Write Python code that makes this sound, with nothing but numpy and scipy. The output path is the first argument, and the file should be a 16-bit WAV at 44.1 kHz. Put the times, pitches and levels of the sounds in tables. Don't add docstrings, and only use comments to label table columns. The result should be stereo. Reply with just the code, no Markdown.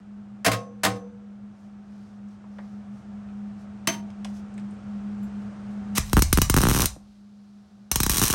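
import sys
import numpy as np
from scipy import signal
from scipy.fft import rfft, irfft, next_fast_len
from scipy.io import wavfile
from scipy.ndimage import uniform_filter1d

SR = 44100
rng = np.random.default_rng(int(sys.argv[2]) if len(sys.argv) > 2 else 0)


def output_pcm(signal):
    pcm = np.clip(np.atleast_2d(signal).T, -1, 1) * 32767
    wavfile.write(sys.argv[1], SR, np.round(pcm).astype(np.int16))


N = 367794
FFT_SIZE = next_fast_len(N + SR // 2)
FREQ_HZ = np.arange(FFT_SIZE // 2 + 1) * SR / FFT_SIZE + 1e-6
TIME_S = np.arange(N) / SR

# strike, steady and end times in
# seconds, sputter sizzle, steady sizzle, small crack and small thump levels in dB.
WELDS = [(5.99, 6.575, 6.86, -45, -32, -11, -11), (7.915, 8.095, 8.4, -42, -31, -7, -20)]


def undb(db):
    return 10 ** (np.asarray(db) / 20)


def on_log(table):
    hz, value = np.transpose(table)
    return np.interp(np.log(FREQ_HZ), np.log(hz), value)


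def shape(x, response):
    return irfft(rfft(x, FFT_SIZE) * response, FFT_SIZE)[..., :N]


def low_cut(hz, order=2):
    return 1 / (1 - 1j * hz / FREQ_HZ) ** order


def high_cut(hz, order=1):
    return 1 / (1 + 1j * FREQ_HZ / hz) ** order


def band_pass(x, order, low_hz, high_hz):
    return signal.sosfilt(signal.butter(order, [low_hz, high_hz], "band", fs=SR, output="sos"), x)


def add(out, start_s, x):
    i = int(start_s * SR)
    out[..., i:i + x.shape[-1]] += x[..., :N - i]


def burst(decay_ms, cutoff_hz, shared, rise_ms):
    noise = rng.standard_normal((3, 4096))
    t_ms = 1000 * TIME_S[:4096]
    envelope = np.exp(-t_ms / decay_ms) * (1 - np.exp(-t_ms / rise_ms))
    pair = (shared * noise[0] + (1 - shared) * noise[1:]) * envelope
    pole = np.exp(-2 * np.pi * cutoff_hz / SR)
    pair = signal.lfilter([1 - pole], [1, -pole], pair)
    return pair / np.abs(pair).max()


def ring(x, hz, t60_s):
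    pole = np.exp(2j * np.pi * hz / SR) * 1000 ** (-1 / (t60_s * SR))
    return signal.lfilter([0, pole.imag], [1, -2 * pole.real, abs(pole) ** 2], x)


def ring_all(x, modes):
    return sum(undb(db) * ring(x, hz, t60_s) for hz, db, t60_s in modes)


def fade(x, seconds):
    return signal.lfilter([1], [1, -np.exp(-1 / (seconds * SR))], x)


def room(dry, tail_db):
    # band in Hz, t60 in seconds.
    room_decay = [(150, 0.64), (600, 0.41), (2000, 0.22), (6000, 0.23), (14000, 0.1)]
    t, tail = TIME_S[:SR // 2], 0
    for hz, t60_s in room_decay:
        noise = rng.standard_normal((2, len(t)))
        tail = tail + band_pass(noise, 2, hz / 2, min(1.494 * hz, .45 * SR)) * 1000 ** (-t / t60_s)
    tail = tail * np.clip((t - .003) / .0033, 0, 1)
    return dry + undb(tail_db) * shape(dry, rfft(tail, FFT_SIZE))


def garage():
    # time in seconds, level in dB.
    air_level = [(0.0, -62), (1.36, -62.5), (2.3, -61), (3.1, -58), (3.8, -57), (5.2, -53.5), (5.96, -52.5),
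                 (6.0, -64.5), (6.15, -56.5), (6.25, -72), (7.0, -70), (7.265, -69), (7.88, -67.5)]
    # frequency in Hz, relative spectral level in dB.
    noise_colour = [(25, -44), (52, -12.5), (120, -6), (165, -18.5), (204, -6.5), (270, -22.5),
                    (330, -20.5), (520, -24.5), (760, -24), (860, -30.5), (1350, -28), (2000, -38),
                    (7200, -47), (9500, -51.5), (11000, -88)]
    # frequency in Hz, amplitude in dB over the 300-3000 Hz noise rms.
    whines = [(120, -3), (321, -9.5), (657, -12), (765, -7), (888, -8), (1460, -14), (1104, -16.5)]
    hum_hz, hum_db, waver_hz, waver_db = 204.1, 19, 6, -7.5
    left_late_samples = 13
    turn = 2 * np.pi * TIME_S

    waver = shape(rng.standard_normal((2, N)), 1 / (1 + (FREQ_HZ / waver_hz) ** 2))
    waver = 1 + undb(waver_db) * (waver[0] + 1j * waver[1]) / waver.std() / np.sqrt(2)
    hum_gain = np.sqrt(2) * undb(hum_db + np.array([[.4], [-.4]]))
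    hum = hum_gain * (waver * np.exp(1j * (hum_hz * turn + np.array([[0], [.36]])))).imag

    colour = undb(on_log(noise_colour))
    mid, side = rng.standard_normal((2, N))
    mid = shape(mid, colour)
    side = shape(side, colour / np.sqrt(1 + (320 / FREQ_HZ) ** 4))
    noise_rms = np.sqrt(np.mean(shape(mid, (FREQ_HZ > 300) & (FREQ_HZ < 3000)) ** 2))
    noise = np.array([np.roll(mid + side, left_late_samples), mid - side]) / noise_rms

    late_turn = turn - 2 * np.pi * np.array([[left_late_samples / SR], [0]])
    whine = sum(undb(db) * np.sin(hz * late_turn + rng.uniform(0, 2 * np.pi)) for hz, db in whines)
    time_s, level_db = np.transpose(air_level)
    return undb(np.interp(TIME_S, time_s, level_db)) * (hum + whine + noise)


def rustles():
    # centre time in seconds, level in dB, upper band edge in Hz, two sigmas in seconds.
    rustle_rows = [(1.622, -62.5, 7000, 0.12), (2.017, -59, 6000, 0.24), (2.323, -60, 6140, 0.06),
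                   (2.65, -59.5, 6200, 0.24), (2.976, -60, 7140, 0.088), (3.61, -56.5, 6900, 0.046),
                   (4.292, -52, 7900, 0.038), (4.367, -48.5, 7260, 0.056), (5.42, -65, 10000, 0.069),
                   (5.722, -61, 8900, 0.055), (7.103, -58.5, 5570, 0.23), (7.597, -60, 5630, 0.9)]
    out = np.zeros((2, N))
    for centre_s, db, hz, length_s in rustle_rows:
        swell = np.exp(-.5 * ((TIME_S - centre_s) / (length_s / 2)) ** 2)
        out += undb(db) * swell * band_pass(rng.standard_normal((2, N)), 1, .61 * hz, hz)
    return out


def ticks():
    # start in seconds, dry peak in dB, band centre in Hz, width in octaves, decay constant in ms.
    knocks = [(2.284, -54, 6500, 0.7, 3.2), (2.439, -42, 900, 0.75, 6.5), (2.582, -45, 1880, 0.32, 14),
              (2.584, -50, 3370, .5, 3.8), (2.583, -35, 750, 1.2, 8.2), (3.286, -50.5, 1520, 2.4, 5),
              (4.101, -42.5, 3040, 1.9, 3.8), (4.245, -25.5, 3080, 2.35, 5.7), (4.248, -33, 756, 0.7, 8.5),
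              (4.539, -47, 7500, 0.41, 3), (4.576, -44, 8000, 0.3, 3.6), (4.577, -37, 1294, 2.2, 9),
              (4.595, -46, 3500, 2.4, 4.3), (4.707, -46, 8470, 0.34, 4), (4.735, -57, 8600, 0.49, 4),
              (5.228, -52, 7400, 0.1, 19), (5.229, -46, 12300, 0.51, 17), (5.973, -19, 1930, 0.76, 7.9),
              (6.96, -34.5, 218, 2.05, 4.1)]
    out = np.zeros((2, N))
    for start_s, db, hz, octaves, ms in knocks:
        half = 2 ** (octaves / 2)
        tick = band_pass(burst(ms, 16000, .34, .45), 2, hz / half, min(hz * half, .45 * SR))
        add(out, start_s, undb(db) * tick / np.abs(tick).max())
    return room(out, -35)


def struck(events, modes, ring_db, room_db, thin_hz):
    contact = np.zeros((2, N))
    for start_s, db, cutoff_hz, ms in events:
        add(contact, start_s, undb(db) * burst(ms, cutoff_hz, .32, 2.0))
    rings = undb(ring_db) * shape(ring_all(contact, modes), low_cut(60))
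    return room(shape(contact, low_cut(thin_hz)) + rings, room_db)


def dropped_tool():
    # start in seconds, contact level in dB, hardness (low-pass) in Hz, rattle decay in ms.
    clinks = [(3.871, -4.5, 8900, 3.9), (3.882, -16, 2980, 14.5), (3.897, -20, 3960, 4.7),
              (3.915, -26.5, 2960, 32), (3.937, -29, 2500, 9.1)]
    # mode in Hz, relative level in dB, t60 in seconds.
    tool_modes = [(272.5, -13.5, 0.22), (343, 4, 0.037), (512, -26, 0.05), (676, -7.5, 0.16),
                  (936, -15, 0.35), (1260, -10, 0.032), (2200, -10, 0.039), (2760, -24, 0.048),
                  (3145, -0.5, 0.07), (4580, -11, 0.16), (5470, -7, 0.051), (6220, 3, .13),
                  (12100, -7.5, 0.087)]
    return struck(clinks, tool_modes, -32, -39, 300)


def hammer():
    # start in seconds, contact level in dB, hardness (low-pass) in Hz, rattle decay in ms.
    blows = [(.445, -8.5, 4780, 19), (.460, -2.5, 3260, 11), (.478, -6, 1180, 5), (.514, -11, 3600, 8.7),
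             (.528, -15, 3004, 14), (.832, -6.5, 5200, 20), (.848, -2.5, 3500, 3.9),
             (.861, -8.5, 1210, 8.8), (.955, -39, 2480, 16)]
    # mode in Hz, relative level in dB, t60 in seconds.
    frame_modes = [(114.3, -14, .6), (195, -13, 0.54), (640, -29, 0.042), (698, -9.5, 0.11),
                   (776, -11, 0.11), (1084, -18, 0.41), (1260, -15.5, 0.17), (1900, -11, 0.032),
                   (2088, -9, 0.037), (2410, -9.5, 0.02), (2770, -8.5, 0.023), (3203, -20, 0.14),
                   (5060, -10, 0.046), (5380, -11, .06), (474, -25, .8), (484.5, -21, .8), (523, -32, .6),
                   (650, -30, .5), (6078, -30, .5), (300, -10.5, 0.11)]
    return struck(blows, frame_modes, -31, -37, 230)


def shorts():
    # time in seconds, crack level in dB, left thump level in dB.
    pops = [(5.9796, 0, -1.5), (6.1303, -1.5, 3), (6.1673, -6, 9), (6.1753, -12, -0.5), (6.1813, -14.5, -1),
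            (6.191, -4.5, 0.5), (6.2206, 2.5, 2), (6.327, 3.5, 5), (6.373, -3, 4.5), (6.3843, -11.5, 4.5),
            (6.416, 6, 0.5), (6.4973, 2.5, 4), (6.5404, -4, 3), (6.5642, 0, 5.5), (6.574, -6, 4.5),
            (6.5841, -5.5, 0.5), (6.605, -12, -2.5), (6.6149, -5.5, -9), (6.6349, -4.5, 5),
            (6.652, -20, 2.5), (6.668, -8.5, 4.5), (6.6851, -4, 1.5), (6.6957, -6.5, -4.5),
            (6.7032, -9, -4.5), (6.7119, -7, 2), (6.725, -12.5, -10.5), (6.737, -8.5, -11),
            (6.7466, -7, -0.5), (6.7625, -8.5, -1.5), (6.7864, -8, -11), (6.7951, -11.5, 0),
            (6.8034, -4, -12.5), (6.818, 0.5, -13), (6.8275, -14.5, -4.5), (6.8423, -13.5, -5),
            (6.8559, -0.5, -11.5), (7.914, 2, -9.5), (7.9569, 3, -7.5), (8.0016, 0.5, -1.5),
            (8.0318, 2.5, -7), (8.0631, -3.5, -2), (8.0946, 1.5, -5.5), (8.1686, -2.5, -34),
            (8.181, 1, -7.5), (8.2149, -0.5, 0.5), (8.225, -3.5, -1.5), (8.2358, 0.5, -3),
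            (8.2998, -5, -2.5), (8.3265, -5, -10.5), (8.3361, -13, 1)]
    rate_hz, jitter, spread_db = 112, .12, 2.5
    recover_s, strong_db = .016, 0
    rows = list(pops)
    recovering = [s + recover_s / 2 for s, _, db in pops if db > strong_db]
    taken = np.r_[np.array(pops)[:, 0], recovering]
    for _, steady_s, end_s, _, _, crack_db, thump_db in WELDS:
        chance = rng.standard_normal((48, 3))
        times = steady_s + np.cumsum(1 + jitter * chance[:, 0]) / rate_hz
        for s, (_, a, b) in zip(times, chance):
            if s < min(end_s, TIME_S[-1]) and np.abs(taken - s).min() > .5 / rate_hz:
                rows.append((s, crack_db + spread_db * a, thump_db + 2 * spread_db * b))
    return sorted(rows)


def sizzle():
    touch_s, length_s, touch_db, rise_db = 5.951, .031, -29.5, 13
    fade_s = .013
    touching = (TIME_S > touch_s) & (TIME_S < touch_s + length_s)
    touch = undb(touch_db + rise_db * np.clip((TIME_S - touch_s) / length_s, 0, 1)) * touching
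    out = uniform_filter1d(touch, size=256)
    for strike_s, steady_s, end_s, sputter_db, steady_db, _, _ in WELDS:
        gain = np.where(TIME_S < steady_s, undb(sputter_db), undb(steady_db)) * (TIME_S > strike_s)
        out += uniform_filter1d(gain, size=512) * np.exp(-np.maximum(TIME_S - end_s, 0) / fade_s)
    return out


def rumble(thumps):
    rumble_db, power_fade_s = -22, .045
    boom_hz, boom_db, boom_t60_s = 61, -15.5, .25
    noise = rng.standard_normal((3, N))
    deep = shape(noise[0] + .22 * noise[1:], low_cut(50, 3) * high_cut(75, 4))
    stir = np.sqrt(np.abs(uniform_filter1d(fade(thumps ** 2, power_fade_s), size=512)))
    boom = shape(ring(thumps, boom_hz, boom_t60_s), low_cut(35))
    return undb(rumble_db) * stir * deep / deep.std() + undb(boom_db) * boom


def welder():
    # frequency in Hz, gain in dB.
    arc_colour = [(200, -17), (600, -14), (1200, -3.5), (1900, -7.5), (2500, -7.5), (3400, -7), (4000, 0.5),
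                  (4800, -3), (6000, 1.5), (7400, 0), (9000, 0.5), (10400, 0), (11700, 5.5), (13700, 5)]
    # mode in Hz, relative level in dB, t60 in seconds.
    bay_modes = [(1180, -13, 0.023), (3200, -19.5, 0.0076), (4070, -13.5, 0.0033), (5970, -19.5, 0.042),
                 (9160, -4, 0.011), (11680, 2, 0.00093)]
    rest_s = .055
    cracks, pushes, deep = np.zeros((3, 2, N))
    last_s = 0
    for s, crack_db, thump_db in shorts():
        rough = undb([[-2], [-5]]) * burst(3.1, 12700, .51, .4)
        add(cracks, s, undb(crack_db) * rough)
        add(cracks, s, undb(crack_db + 8) * np.ones((2, 1)))
        lean_db = (6.5 if s < 7 else 3.2) + 1.5 * rng.standard_normal()
        thump = rng.choice([-1, 1]) * undb([[thump_db], [thump_db - lean_db]])
        add(pushes, s, thump)
        add(deep, s, thump * min((s - last_s) / rest_s, 1))
        last_s = s

    droplets = np.repeat(rng.exponential(size=N // 32 + 1), 32)[:N]
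    grain = undb(2.2 * (droplets - 1))
    noise = rng.standard_normal((3, N))
    cracks += grain * sizzle() * shape(noise[0] + 1.5 * noise[1:], high_cut(9000, 2))
    cracks += undb(-24.5) * ring_all(cracks, bay_modes)
    lag = np.exp(-2j * np.pi * FREQ_HZ * np.array([[15 / SR], [0]]))
    air = room(shape(cracks, lag * undb(on_log(arc_colour))), -36.5)

    leak_s, bass_hz = np.array([[.0016], [.0007]]), np.array([[38], [60]])
    late = np.exp(-2j * np.pi * np.array([[0], [1]]) * (FREQ_HZ * .00061 + .17))
    leak = leak_s * SR / (1 + 2j * np.pi * FREQ_HZ * leak_s)
    pressure = shape(pushes, late * leak * high_cut(1800) * low_cut(bass_hz))
    return air + rumble(deep) + pressure


def scene():
    return garage() + rustles() + ticks() + dropped_tool() + hammer() + welder()


def record(dry):
    # frequency in Hz, gain in dB.
    mic_left = [(60, -1), (700, 1), (2400, 4), (4400, 1), (6000, 2.5), (7500, 0), (12000, -4), (14000, -13),
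                (16000, -6.5)]
    mic_right = [(60, -2.5), (700, 3), (2400, 2), (4400, -5), (6000, -7.5), (8500, -1), (12000, -1.5),
                 (14000, -11.5), (16000, -1)]
    late_periods, taper_hz, plain_delay_s, top_hz = 1.3, 1000, .0011, 15900
    colour = undb(np.array([on_log(mic_left), on_log(mic_right)]))
    low_turns = late_periods * np.log((1 + FREQ_HZ / 20) / (1 + FREQ_HZ / taper_hz))
    late_lows = np.exp(-2j * np.pi * (plain_delay_s * FREQ_HZ + low_turns))
    wet = np.tanh(shape(dry, colour * late_lows))
    return signal.sosfilt(signal.ellip(10, .2, 80, top_hz, fs=SR, output="sos"), wet)


dry = scene()
out = record(dry)
output_pcm(out)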